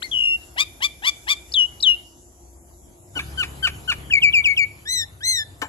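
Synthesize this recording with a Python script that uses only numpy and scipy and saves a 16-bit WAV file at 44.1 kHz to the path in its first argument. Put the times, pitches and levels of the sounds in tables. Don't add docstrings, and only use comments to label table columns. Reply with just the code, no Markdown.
import sys
import numpy as np
from scipy import signal
from scipy.io import wavfile
from scipy.ndimage import uniform_filter1d

SR = 44100
rng = np.random.default_rng(int(sys.argv[2]) if len(sys.argv) > 2 else 0)


def dump(signal):
    limited = np.clip(np.atleast_2d(signal).T, -1, 1)
    pcm = np.round(limited * 32767).astype(np.int16)
    wavfile.write(sys.argv[1], SR, pcm)


def boost(x):
    u = np.asarray(x, float) / 20
    return 10 ** u


N = 250488


def evened(x):
    return x / np.sqrt(np.mean(x ** 2) + 1e-20)


def read(points, hz):
    f, value = np.transpose(points)
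    return np.interp(np.log(hz + 1), np.log(f + 1), value)


def along(rows, column=1):
    rows = np.array(rows)
    return np.interp(np.arange(N) / SR, rows[:, 0], rows[:, column])


def add(mix, s, sound):
    part = mix[..., round(s * SR):][..., :sound.shape[-1]]
    part += sound[..., :part.shape[-1]]


def wander(count, size):
    step = max(int(size) // 32, 1)
    coarse = rng.standard_normal(count // step + 2)
    for _ in range(2):
        coarse = uniform_filter1d(coarse, int(size) // step)
    return evened(np.interp(np.arange(count) / step, np.arange(len(coarse)), coarse))


def resonate(x, hz, width_hz):
    turn = np.exp(2j * np.pi * hz * np.arange(len(x)) / SR)
    r = np.exp(-np.pi * width_hz / SR)
    smooth = signal.lfilter([(1 - r) ** 2], [1, -2 * r, r * r], x / turn + 1e-18)
    return 2 * (turn * smooth).real


def myna():
    return chirps() + trill() + whistles() + rises() + falls() + pipes() + arches()


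# (time [s], pitch [Hz], level [dB])
CHIRPS = [
    [(.02, 2130, -39), (.03, 4010, -22.5), (.036, 4500, -34), (.05, 4340, -32), (.068, 4360, -49)],
    [(.023, 1340, -31), (.032, 2030, -33), (.05, 2140, -30), (.07, 2050, -38.5), (.088, 1980, -53)],
]


def chirps():
    notes = [once(curve, turn_db=-1.5) for curve in CHIRPS]
    return sing(notes, WHISTLE_VOICE, rough=.14, breath_db=-22, effort=.05)


# (time [s], pitch [Hz], level [dB])
TRILL = [(.112, 3120, -52), (.118, 3440, -21.5), (.14, 2987, -16.5), (.225, 2837, -14), (.272, 2800, -14.5),
         (.295, 2786, -18), (.342, 2748, -18), (.357, 2792, -20.5), (.368, 2700, -55)]
# (left port [dB], extra at right port [dB])
TRILL_VOICE = [0, -28, -45, -59], [0, 5, -3, -4]


def trill():
    return sing([once(TRILL, turn_db=-2)], TRILL_VOICE, rough=.015, breath_db=-46, effort=.8)


# (time [s], pitch [Hz], level [dB])
WHISTLES = [
    [(1.537, 5880, -35.5), (1.539, 4930, -21), (1.543, 3340, -18), (1.546, 3940, -14), (1.55, 3550, -18.5),
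     (1.579, 3045, -11), (1.616, 2894, -11), (1.648, 2878, -17.5), (1.67, 2970, -47.5)],
    [(1.826, 5860, -20.5), (1.8295, 4200, -17), (1.833, 3955, -12.5), (1.86, 3170, -15.5),
     (1.872, 3047, -8), (1.888, 2901, -8.5), (1.936, 2831, -18.5), (1.95, 2764, -28.5), (1.958, 2750, -51)],
]
# (start [s], length [s], from [Hz], to [Hz], level [dB])
FLICKS = [
    (1.519, .008, 4120, 5500, -29),
    (1.802, 0.012, 3700, 5700, -29),
    (1.816, .007, 6900, 7400, -46),
    (4.099, 0.0059, 1640, 1760, -31),
]
# (left port [dB], extra at right port [dB])
WHISTLE_VOICE = [0, -25, -37, -46.5, -51], [0, 6, -13.5, -9, 0.5]


def whistles():
    notes = [flick(*row) for row in FLICKS] + [once(curve, turn_db=-1.5) for curve in WHISTLES]
    return sing(notes, WHISTLE_VOICE, rough=.01, breath_db=-50, effort=.8)


def flick(start_s, length_s, from_hz, to_hz, db):
    t = np.linspace(0, length_s, int(length_s * 2000))
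    hz = from_hz + (to_hz - from_hz) * (t / length_s) ** 1.06
    effort_db = swell(t, 0.00203, -1.5, 0.0077, -1.6, 0.0044, -10.5, bend=0.48)
    return sung(start_s, t, hz, db + effort_db, turn_db=-1.5)


# (time [s], pitch [Hz], level [dB])
RISES = [
    [(0.556, 562, -62), (.576, 928, -31.5), (.583, 986, -19), (.592, 1095, -16.5), (.61, 1199, -10.5),
     (.62, 1210, -17.5), (.629, 1233, -21), (.64, 1264, -46)],
    [(.805, 770, -36), (.817, 910, -33.5), (.827, 1032, -18), (.849, 1180, -13), (.859, 1193, -17.5),
     (.876, 1140, -50)],
    [(1.022, 747, -39), (1.034, 882, -32.5), (1.052, 996, -18.5), (1.068, 1110, -17.5),
     (1.078, 1176, -11.5), (1.094, 1163, -14), (1.104, 1147, -37.5)],
    [(1.268, 808, -42), (1.278, 913, -30), (1.29, 1080, -17.5), (1.308, 1184, -11.5), (1.322, 1200, -13),
     (1.334, 1133, -21), (1.344, 1096, -40.5)],
]
# (left port [dB], extra at right port [dB])
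RISE_VOICE = [-3.5, 0.89, 0.011, -2.5, -11, -16, -23.5, -29.5, -25, -32.5, -34, -28], [3.5, 2.1, 0.0018,
              0.5, 0, -6.5, -30, 4, -5.5, -12.5, 2.5, -11]


def rises():
    notes = [once(curve, turn_db=-2) for curve in RISES]
    return sing(notes, RISE_VOICE, rough=.15, breath_db=-25, effort=.2)


# (start [s], length [s], from [Hz], level [dB], crack level [dB])
FALLS = [
    (3.153, 0.044, 1504, -19.5, -26.5),
    (3.374, 0.062, 1526, -15.5, -25.5),
    (3.625, 0.05, 1551, -11.5, -20),
    (3.876, 0.045, 1499, -13, -22),
]
# (left port [dB], extra at right port [dB])
FALL_VOICE = [-1.5, 0.19, -15, -38, -29.5, -39.5, -30, -43], [2, 0, 6, 18, 2, 11, 2, -6]


def falls():
    notes = [fall(*row) for row in FALLS]
    out = sing(notes, FALL_VOICE, rough=.06, breath_db=-38, effort=.3)
    for rows in notes:
        add(out, *crack(rows))
    return out


def fall(start_s, length_s, from_hz, db, crack_db):
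    t = np.linspace(0, length_s, int(length_s * 2000))
    hz = from_hz - 381 * (t / length_s) ** 3.6
    effort_db = swell(t, .009, -8, 0.6 * length_s, -4, 0.012, crack_db - db, bend=0.65)
    return sung(start_s, t, hz, db + effort_db, turn_db=5.5)


def crack(rows):
    s, hz, db, _ = rows[-1]
    t = np.arange(1500) / SR
    slap_hz = hz * 0.72 * np.exp(-t / 0.073 + 0.36 * wander(len(t), 27))
    slaps = np.diff(np.floor(np.cumsum(slap_hz) / SR), prepend=0)
    slaps = slaps * boost(2 * wander(len(t), 26))
    ring = resonate(slaps, 2450, 590)
    ring = ring + boost(-5.0) * resonate(slaps, 1780, 590) + boost(-14.5) * resonate(slaps, 3000, 4000)
    decay_db = -60 * np.maximum(t - .01, 0) / 0.071
    ring = evened(ring) * boost(db - 2.5 + decay_db) * np.minimum(t / 0.0011, 1)
    return s - .003, np.array([ring, boost(-1.5) * np.roll(ring, 5)])


# (time [s], pitch [Hz], level [dB], left minus right [dB])
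PIPES = [
    [(4.103, 3220, -56, 0), (4.113, 2960, -27.5, 2), (4.123, 2610, -29, 2.5), (4.129, 2535, -13, 4),
     (4.137, 2386, -12.5, 4), (4.183, 2187, -17.5, 13), (4.197, 2190, -54, 10)],
    [(4.216, 3350, -51, -1), (4.224, 3000, -27.5, 2), (4.234, 2643, -16.5, 3.5), (4.248, 2380, -14, 4.5),
     (4.266, 2284, -17.5, 8.5), (4.29, 2296, -18.5, 8.5), (4.304, 2347, -31, 1), (4.315, 2350, -49, 4)],
    [(4.327, 3360, -40, -3), (4.333, 3030, -36.5, 1.5), (4.341, 2740, -18, 4), (4.35, 2534, -19, 2.5),
     (4.362, 2383, -18.5, 4), (4.386, 2333, -17.5, 6), (4.412, 2242, -24.5, 10), (4.425, 2250, -56, 8)],
    [(4.439, 3720, -46, 3), (4.446, 3000, -26, 4), (4.458, 2606, -18.5, 2.5), (4.474, 2290, -16.5, 10),
     (4.49, 2238, -20.5, 7), (4.52, 2243, -19, 12), (4.536, 2170, -28.5, 8), (4.548, 2240, -56, 9)],
    [(4.565, 3480, -42, 2), (4.572, 3030, -30.5, 4), (4.58, 2654, -20.5, 1), (4.592, 2414, -17, 7.5),
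     (4.608, 2274, -18.5, 8.5), (4.64, 2234, -19, 12), (4.652, 2240, -35, 7), (4.66, 2190, -51, 9)],
]
# (left port [dB], extra at right port [dB])
PIPE_VOICE = [0, -22, -31.5, -43, -47, -45.5], [0, 3.5, -2, 4, 3, 2]


def pipes():
    return sing([pipe(curve) for curve in PIPES], PIPE_VOICE, rough=.012, breath_db=-39, effort=.9)


def pipe(curve):
    s, hz, db, pan_db = np.transpose(curve)
    return np.transpose([s, hz, db + 8.0 - 0.26 * pan_db, -pan_db])


# (time [s], pitch [Hz], level [dB])
ARCHES = [
    [(4.855, 1654, -40.5), (4.873, 1803, -33), (4.893, 1953, -22), (4.907, 2013, -20), (4.937, 2044, -18.5),
     (4.985, 1940, -19.5), (5.031, 1775, -23.5), (5.045, 1825, -35), (5.053, 1860, -52)],
    [(5.207, 1514, -43), (5.229, 1760, -36), (5.238, 1907, -26), (5.256, 2040, -19.5), (5.3, 2095, -15.5),
     (5.35, 1993, -18.5), (5.396, 1784, -21), (5.426, 1749, -28), (5.44, 1705, -52)],
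]
# (left port [dB], extra at right port [dB])
ARCH_VOICE = [-12, 0.071, -3.5, -10.5, -22, -23.5, -26, -29], [3.5, 0.93, -2, -5.5, -3, -2, -1, 1]


def arches():
    notes = [once(curve, turn_db=9.5) for curve in ARCHES]
    return sing(notes, ARCH_VOICE, rough=.015, breath_db=-54, effort=.7)


def sing(notes, voice, rough, breath_db, effort):
    out = np.zeros((2, N))
    for rows in notes:
        add(out, *note(rows, voice, rough, breath_db, effort))
    return out


def once(curve, turn_db):
    return sung(0, *np.transpose(curve), turn_db=turn_db)


# (pitch [Hz], right minus left [dB])
RIGHT_PORT = [(1200, -4.5), (1500, -14), (2050, -14), (2230, -9), (2380, -12), (2720, 3), (2920, -9),
              (3500, -5)]


def sung(start_s, t, hz, db, turn_db):
    return np.transpose([start_s + t, hz, db, read(RIGHT_PORT, hz) + turn_db])


def swell(t, bite_s, bite_db, peak_s, hold_db, release_s, end_db, bend):
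    at = np.maximum.accumulate([0, bite_s, peak_s, t[-1] - release_s, t[-1]])
    efforts = boost(np.array([-45, bite_db, 0, hold_db, end_db]) / bend)
    return 20 * bend * np.log10(np.interp(t, at, efforts))


# (frequency [Hz], gain [dB])
THROAT = [(600, 9.5), (1200, -10.5), (1780, 7.5), (2080, 0.5), (2500, 3), (3500, 5.5), (4700, -1.5),
          (5400, 4.5), (6300, 2), (7400, 9.5), (9000, 4.5), (15000, 5.5)]
# (time [s], right port delay [samples])
HEAD = [(0, 10.55), (1.95, 11.2), (3.1, 7.15), (4.3, 5.62), (4.7, 7.2), (5.6, 7.1)]


def note(rows, voice, rough, breath_db, effort):
    s, hz, db, right_db = np.transpose(rows)
    t = np.arange(s[0] - .001, s[-1] + 0.0032, 1 / SR)
    count = len(t)
    hz = uniform_filter1d(np.interp(t, s, hz), size=130)
    edge = signal.windows.tukey(count, 0.0018 / (t[-1] - t[0]))
    left_level = np.interp(t, s, boost(db))
    right_level = np.interp(t, s, boost(db + np.minimum(right_db, 3)))
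    level = uniform_filter1d([left_level, right_level], size=60) * edge
    push = level[0] / level[0].max() + 0.029
    for at, depth, ms in catches():
        u = (t - at) * 1000 / ms
        level = level * (1 - np.clip(depth, -2, 1.3) * np.exp(-u ** 2))
        hz = hz * (1 - .05 * depth * u * np.exp(-u ** 2))
    hoarse = rough * (1 + 0.16 * (1 - push))
    hz = hz * (1 + .07 * hoarse * wander(count, 30) + .001 * wander(count, 200))
    turns = np.cumsum(hz) / SR

    k = np.arange(1, len(voice[0]) + 1)[:, None]
    left_db, extra_db = np.array(voice)[..., None]
    gains = boost(left_db + read(THROAT, k * hz)) * push ** (effort * np.sqrt(k - 1)) * (k * hz < 16000)
    gains = gains / np.sqrt((gains ** 2).sum(0) / 2)
    flutter = np.array([wander(count, 42) + 1j * wander(count, 72) for _ in k])
    gains = gains * (1 + np.minimum((hoarse + 0.0044) * boost(-.6 * left_db), .8) * flutter)
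    coming = np.array([np.abs(wander(count, 350)) - .6 for _ in k])
    gains = gains * boost(.22 * (left_db - 8 * (k > 1)) * coming)

    breath = np.diff(rng.standard_normal(count + 1))
    breath = boost(breath_db) * (0.43 + np.cos(np.pi * turns) ** 2) * breath
    late = np.interp(s[0], *np.transpose(HEAD))
    spin = np.exp(1j * (2 * np.pi * k * turns + 1.0 * k ** 2))
    delay = np.exp(-2j * np.pi * k * hz * late / SR)
    left = (gains * spin).imag.sum(0) + breath
    right = (boost(extra_db) * gains * spin * delay).imag.sum(0) + np.roll(breath, round(late))
    return t[0], level * np.array([left, right])


# (first [s], last [s], every [s], depth [1 = full, < 0 = surge], width
# [ms])
SHUTS = [(.128, .1672, .0098, .75, 1.7), (.183, .2674, .01688, 1.08, 2.7),
         (4.1315, 4.1645, .0165, .97, 4.3), (1.5485, 1.5485, .1, .45, 1.5), (1.567, 1.572, .005, .3, 1.2),
         (1.618, 1.618, .1, .3, 1.5), (4.232, 4.232, .1, .4, 1.5), (.121, .121, .1, .5, 1.2),
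         (4.945, 4.945, .1, .2, 14), (4.886, 4.922, .018, .35, 1.2), (5.262, 5.262, .1, .4, 1.2),
         (5.33, 5.33, .1, .2, 9), (.6145, .6145, .1, .6, 1.3), (.571, .599, .0047, .4, 1),
         (.815, .84, .005, .35, 1), (1.276, 1.312, .0052, .55, 1.1), (1.036, 1.066, .005, .35, 1),
         (1.279, 1.279, .1, -1.2, .8), (1.082, 1.082, .1, .4, 1.2), (3.186, 3.186, .1, .6, 4),
         (3.423, 3.423, .1, .75, 4), (3.667, 3.667, .1, .7, 3.5), (3.912, 3.912, .1, .5, 4),
         (4.453, 4.453, .1, .6, 1.6), (4.587, 4.587, .1, .8, 2.1), (.036, .036, .1, .7, 1.5)]


def catches():
    shuts = []
    for first, last, every, depth, ms in SHUTS:
        shuts += [(s, depth, ms) for s in np.arange(first, last + every / 2, every)]
    return shuts


# (time [s], peak [dB], brightness [Hz])
KNOCKS = [
    (3.162, -24.5, 660),
    (5.617, -11, 13900),
]
# (frequency [Hz], level [dB], t60 [s])
CAGE = [(288, -18, .12), (440, -15, .06), (590, -13, .04), (730, -9, .04), (868, 0, .035), (1050, -4, .04),
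        (1280, -6, .025), (1560, -3, .03), (1760, 0, .025), (2300, -1, .02), (3000, -5, .02),
        (3850, -9, .015), (5800, -13, .01), (7300, -10, .012)]


def cage():
    out, t = np.zeros(N), np.arange(4000) / SR
    for s, db, hz_top in KNOCKS:
        hit = 0
        for hz, mode_db, t60 in CAGE:
            rebounds = (rng.random(len(t)) < .03) * rng.standard_normal(len(t)) * boost(-60 * t / 0.13) * .5
            rebounds[0] = 1
            ring = boost(mode_db - 60 * t / t60) * np.sin(2 * np.pi * hz * t)
            ring = ring * np.minimum(t / 0.0026, 1) / (1 + (hz / hz_top) ** 4)
            hit = hit + signal.fftconvolve(ring, rebounds)[:len(t)]
        wire_hiss = resonate(rng.standard_normal(len(t)), hz_top / 6.0, hz_top / 1.7)
        hit = hit + boost(-4.5 - 60 * t / 0.093) * wire_hiss
        add(out, s, boost(db) * hit / np.abs(hit).max())
    return np.array([out, boost(-7.0) * np.roll(out, 7)])


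# (frequency [Hz], t60 [s])
WALLS = [(500, 0.23), (1200, 0.37), (2400, 0.47), (3000, 0.42), (3600, 0.43), (4200, 0.42), (5000, 0.24),
         (12000, 0.11)]


def walls(x):
    taps = np.zeros((2, SR))
    at = np.arange(300, SR - 40, 40) + rng.integers(0, 40, (2, (SR - 301) // 40))
    echoes = rng.choice([-1., 1.], at.shape) * rng.exponential(1, at.shape)
    np.put_along_axis(taps, at, echoes, 1)
    hz, t, z = signal.stft(taps, SR, nperseg=256)
    decay = boost(-60 * t / read(WALLS, hz)[:, None]) + boost(2.0 - 60 * t / .1)
    tail = signal.istft(z * decay, SR, nperseg=256)[1]
    return signal.fftconvolve(x[:1], tail / np.linalg.norm(tail[0]), axes=1)[:, :N]


# (time [s], level [dB])
KATYDID = [(0.0, -57.5), (0.44, -57.5), (1.74, -59.5), (1.87, -56.5), (2.18, -65), (3.11, -63.5),
           (3.21, -52), (3.34, -55), (3.51, -53.5), (4.02, -55.5), (4.56, -58), (5.31, -63), (5.68, -64)]


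def katydid():
    strokes_per_s = 138.9
    turn = np.cumsum(strokes_per_s * (1 + 0.0006 * wander(N, 7700))) / SR % 1
    hz = 12400 - 3900 * turn + 150 * wander(N, 60)
    stroke = np.exp(-((turn - .36) / .24) ** 2) * boost(1.5 * wander(N, 250))
    x = evened(stroke * np.sin(2 * np.pi * np.cumsum(hz) / SR)) * boost(along(KATYDID) + 2.5)
    foliage = rng.standard_normal(900) * boost(-60 * np.arange(900) / SR / .03)
    scattered = signal.fftconvolve(x, foliage)[:N]
    scattered = scattered * np.std(x) / np.std(scattered)
    return np.array([[.65, .75], [.15, .5]]) @ np.array([x, scattered])


# (time [s], level [dB])
CRICKETS = [(0, -50), (.5, -56.5), (1, -56.5), (1.7, -55), (2.3, -59), (3.1, -60.5), (3.5, -58), (4, -59.5),
            (4.8, -63.5), (5.68, -67)]


def crickets():
    out = np.zeros((2, N))
    # (clicks per s, wing Hz, width Hz, dB, right dB, dB gained after tiring)
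    for per_s, hz, width_hz, db, right_db, tire_db in [
            (187.6, 7350, 1000, -4, -1, 0), (193.5, 6200, 1200, -7, 1, -5), (207, 5200, 800, -11, 0, -16)]:
        clicks = np.diff(np.floor(np.cumsum(per_s * (1 + 0.0022 * wander(N, 9000))) / SR), prepend=0)
        leaves = rng.standard_normal((2, 1500)) * boost(-60 * np.arange(1500) / SR / 0.11)
        leaves = leaves / np.linalg.norm(leaves[0])
        level_db = db + 2.5 * wander(N, 4000) + along([(2.2, 0), (2.6, tire_db)])
        x = evened(resonate(clicks, hz, width_hz)) * boost(level_db)
        out += boost([[0], [right_db]]) * signal.fftconvolve(x[None], leaves, axes=1)[:, :N]
    return out * boost(along(CRICKETS) + 3.0)


# (multiple of firing rate, level [dB])
ENGINE = [(1, -56.5), (2, 8.5), (3, -10), (4, 2.5), (5, -3.5), (6, -10.5), (7, -19.5), (8, -11.5), (9, -12),
          (10, -28), (11, -9.5)]
# (time [s], firing rate [Hz], level [dB])
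ENGINE_RUN = [(3.13, 35.02, -56.5), (3.17, 34.87, -38), (3.6, 34.37, -39), (4.2, 34.51, -41),
              (4.8, 35.25, -51), (5.2, 33.25, -54)]
# (frequency [Hz], width [Hz], from [s], to [s], level [dB])
HUMS = [(64.4, 22, -0.5, 2.89, -50), (345.3, 39, -3.1, 3.6, -58.5), (677, 10, 5.5, 4.6, -64.5),
        (91.1, 4.4, 5, 5.9, -47), (99.5, 27, 3, 5.9, -50.5)]


def engine():
    t = np.arange(N) / SR
    turns = np.cumsum(along(ENGINE_RUN) * (1 + 0.00693 * wander(N, 4932))) / SR
    x = np.zeros(N)
    for k, db in ENGINE:
        x = x + boost(db + 1.06 * wander(N, 3000)) * np.sin(2 * np.pi * (k * turns + rng.random()))
    x = evened(x) * boost(along(ENGINE_RUN, column=2)) * (t > 3.12)
    for hz, width_hz, start, end, db in HUMS:
        fade = np.interp(t, [start - .1, start, end, end + 0.18], [0, 1, 1, 0])
        x = x + boost(db) * evened(resonate(rng.standard_normal(N), hz, width_hz)) * fade
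    return np.array([x, boost(-2.9) * x])


# (frequency [Hz], level [dB])
FAN = [(263.8, -71.5), (349.9, -66), (479.1, -77.5), (538.3, -77.5), (635.2, -72.5), (705.2, -71),
       (726.7, -79.5), (850.6, -74.5), (952.8, -76)]


def fan():
    x = np.zeros((2, N))
    for part in x:
        for hz, db in FAN:
            part += boost(db + 1.5) * evened(resonate(rng.standard_normal(N), hz, 12.0))
    return np.array([[.9, 0.17], [.9, -.3]]) @ x


# (frequency [Hz], density [dB per Hz])
TRAFFIC = [(15, -61.5), (25, -30), (76, -3), (147, -17), (218, -21), (332, -19), (661, -26), (712, -21.5),
           (911, -23.5), (2900, -31), (9000, -45), (11700, -74), (19800, -120)]
# (time [s], level [dB])
TRAFFIC_DB = [(0, -48), (1, -54.5), (1.9, -49.5), (2.2, -65), (3.13, -61), (3.16, -40.5), (4.1, -42.5),
              (4.6, -50), (5.1, -53), (5.68, -51.5)]


def traffic():
    return boost(along(TRAFFIC_DB)) * hiss(TRAFFIC, patchy_db=4.5)


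# (frequency [Hz], density [dB per Hz])
AIR = [(15, -40), (30, -27), (69, -5.5), (215, -12), (340, -10), (420, -18), (700, -12), (1170, -27),
       (1500, -38), (3500, -44), (6400, -34), (7500, -28), (8600, -36), (11000, -32), (12500, -66),
       (15500, -66)]


def air():
    return boost(-54.5) * hiss(AIR, patchy_db=7.5)


# (frequency [Hz], left-right likeness [-1 to 1])
SAME = [(60, 0.89), (150, 0.82), (380, 0.52), (950, -0.29), (2380, -0.45), (5980, 0.62), (15000, -0.36)]


def hiss(spectrum, patchy_db):
    frames, hz = N // 256 + 5, np.fft.rfftfreq(1024, 1 / SR)
    a, b, c, d, patches = rng.standard_normal((frames, 513, 5)).T
    patches = evened(uniform_filter1d(uniform_filter1d(patches, 10, 0), 14, 1))
    same = np.clip(read(SAME, hz), -1, 1)[:, None]
    left = a + 1j * b
    z = np.array([left, same * left + np.sqrt(1 - same ** 2) * (c + 1j * d)])
    patch_db = patchy_db * np.clip(hz / 2500, .25, 1)[:, None] * patches
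    z *= boost(read(spectrum, hz)[:, None] + patch_db)
    return evened(signal.istft(z, nperseg=1024, noverlap=768)[1][:, :N])


def gate(x, under_db, quiet_db, depth_db):
    z = signal.stft(x, nperseg=2048, noverlap=1536)[2]
    power = uniform_filter1d(uniform_filter1d(abs(z) ** 2, size=14, axis=1), size=3, axis=2)
    band_db = 10 * np.log10(power + 1e-16)
    limit_db = np.maximum(band_db.max(1, keepdims=True) - under_db, quiet_db)
    gain = boost(-depth_db * np.clip(limit_db - band_db, 0, 1))
    return signal.istft(z * gain, nperseg=2048, noverlap=1536)[1][:, :N]


def sensor():
    bands = []
    for _ in range(2):
        band = resonate(rng.standard_normal(N), 15050, 706.4)
        bands.append(evened(resonate(band, 15050, 706.4)))
    return boost(-85 + 4.79 * wander(N, 5000)) * np.array(bands)


def scene():
    near = myna() + cage()
    echo = boost([[-24], [-24.5]]) * walls(near)
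    return near + echo + katydid() + crickets() + engine() + fan() + traffic() + air()


def band_limit(x):
    return signal.sosfilt(signal.butter(12, 15780, fs=SR, output="sos"), x)


def record(dry):
    dry = signal.sosfilt(signal.butter(2, 36, "high", fs=SR, output="sos"), dry)
    gated = gate(dry, under_db=47.5, quiet_db=-96, depth_db=24)
    edge_hz = 15720
    edge = signal.firwin(2047, edge_hz, window=("kaiser", 9), fs=SR)
    mix = signal.oaconvolve(gated + sensor(), edge[None], "same")
    return band_limit(mix)


dry = scene()
out = record(dry)
dump(out)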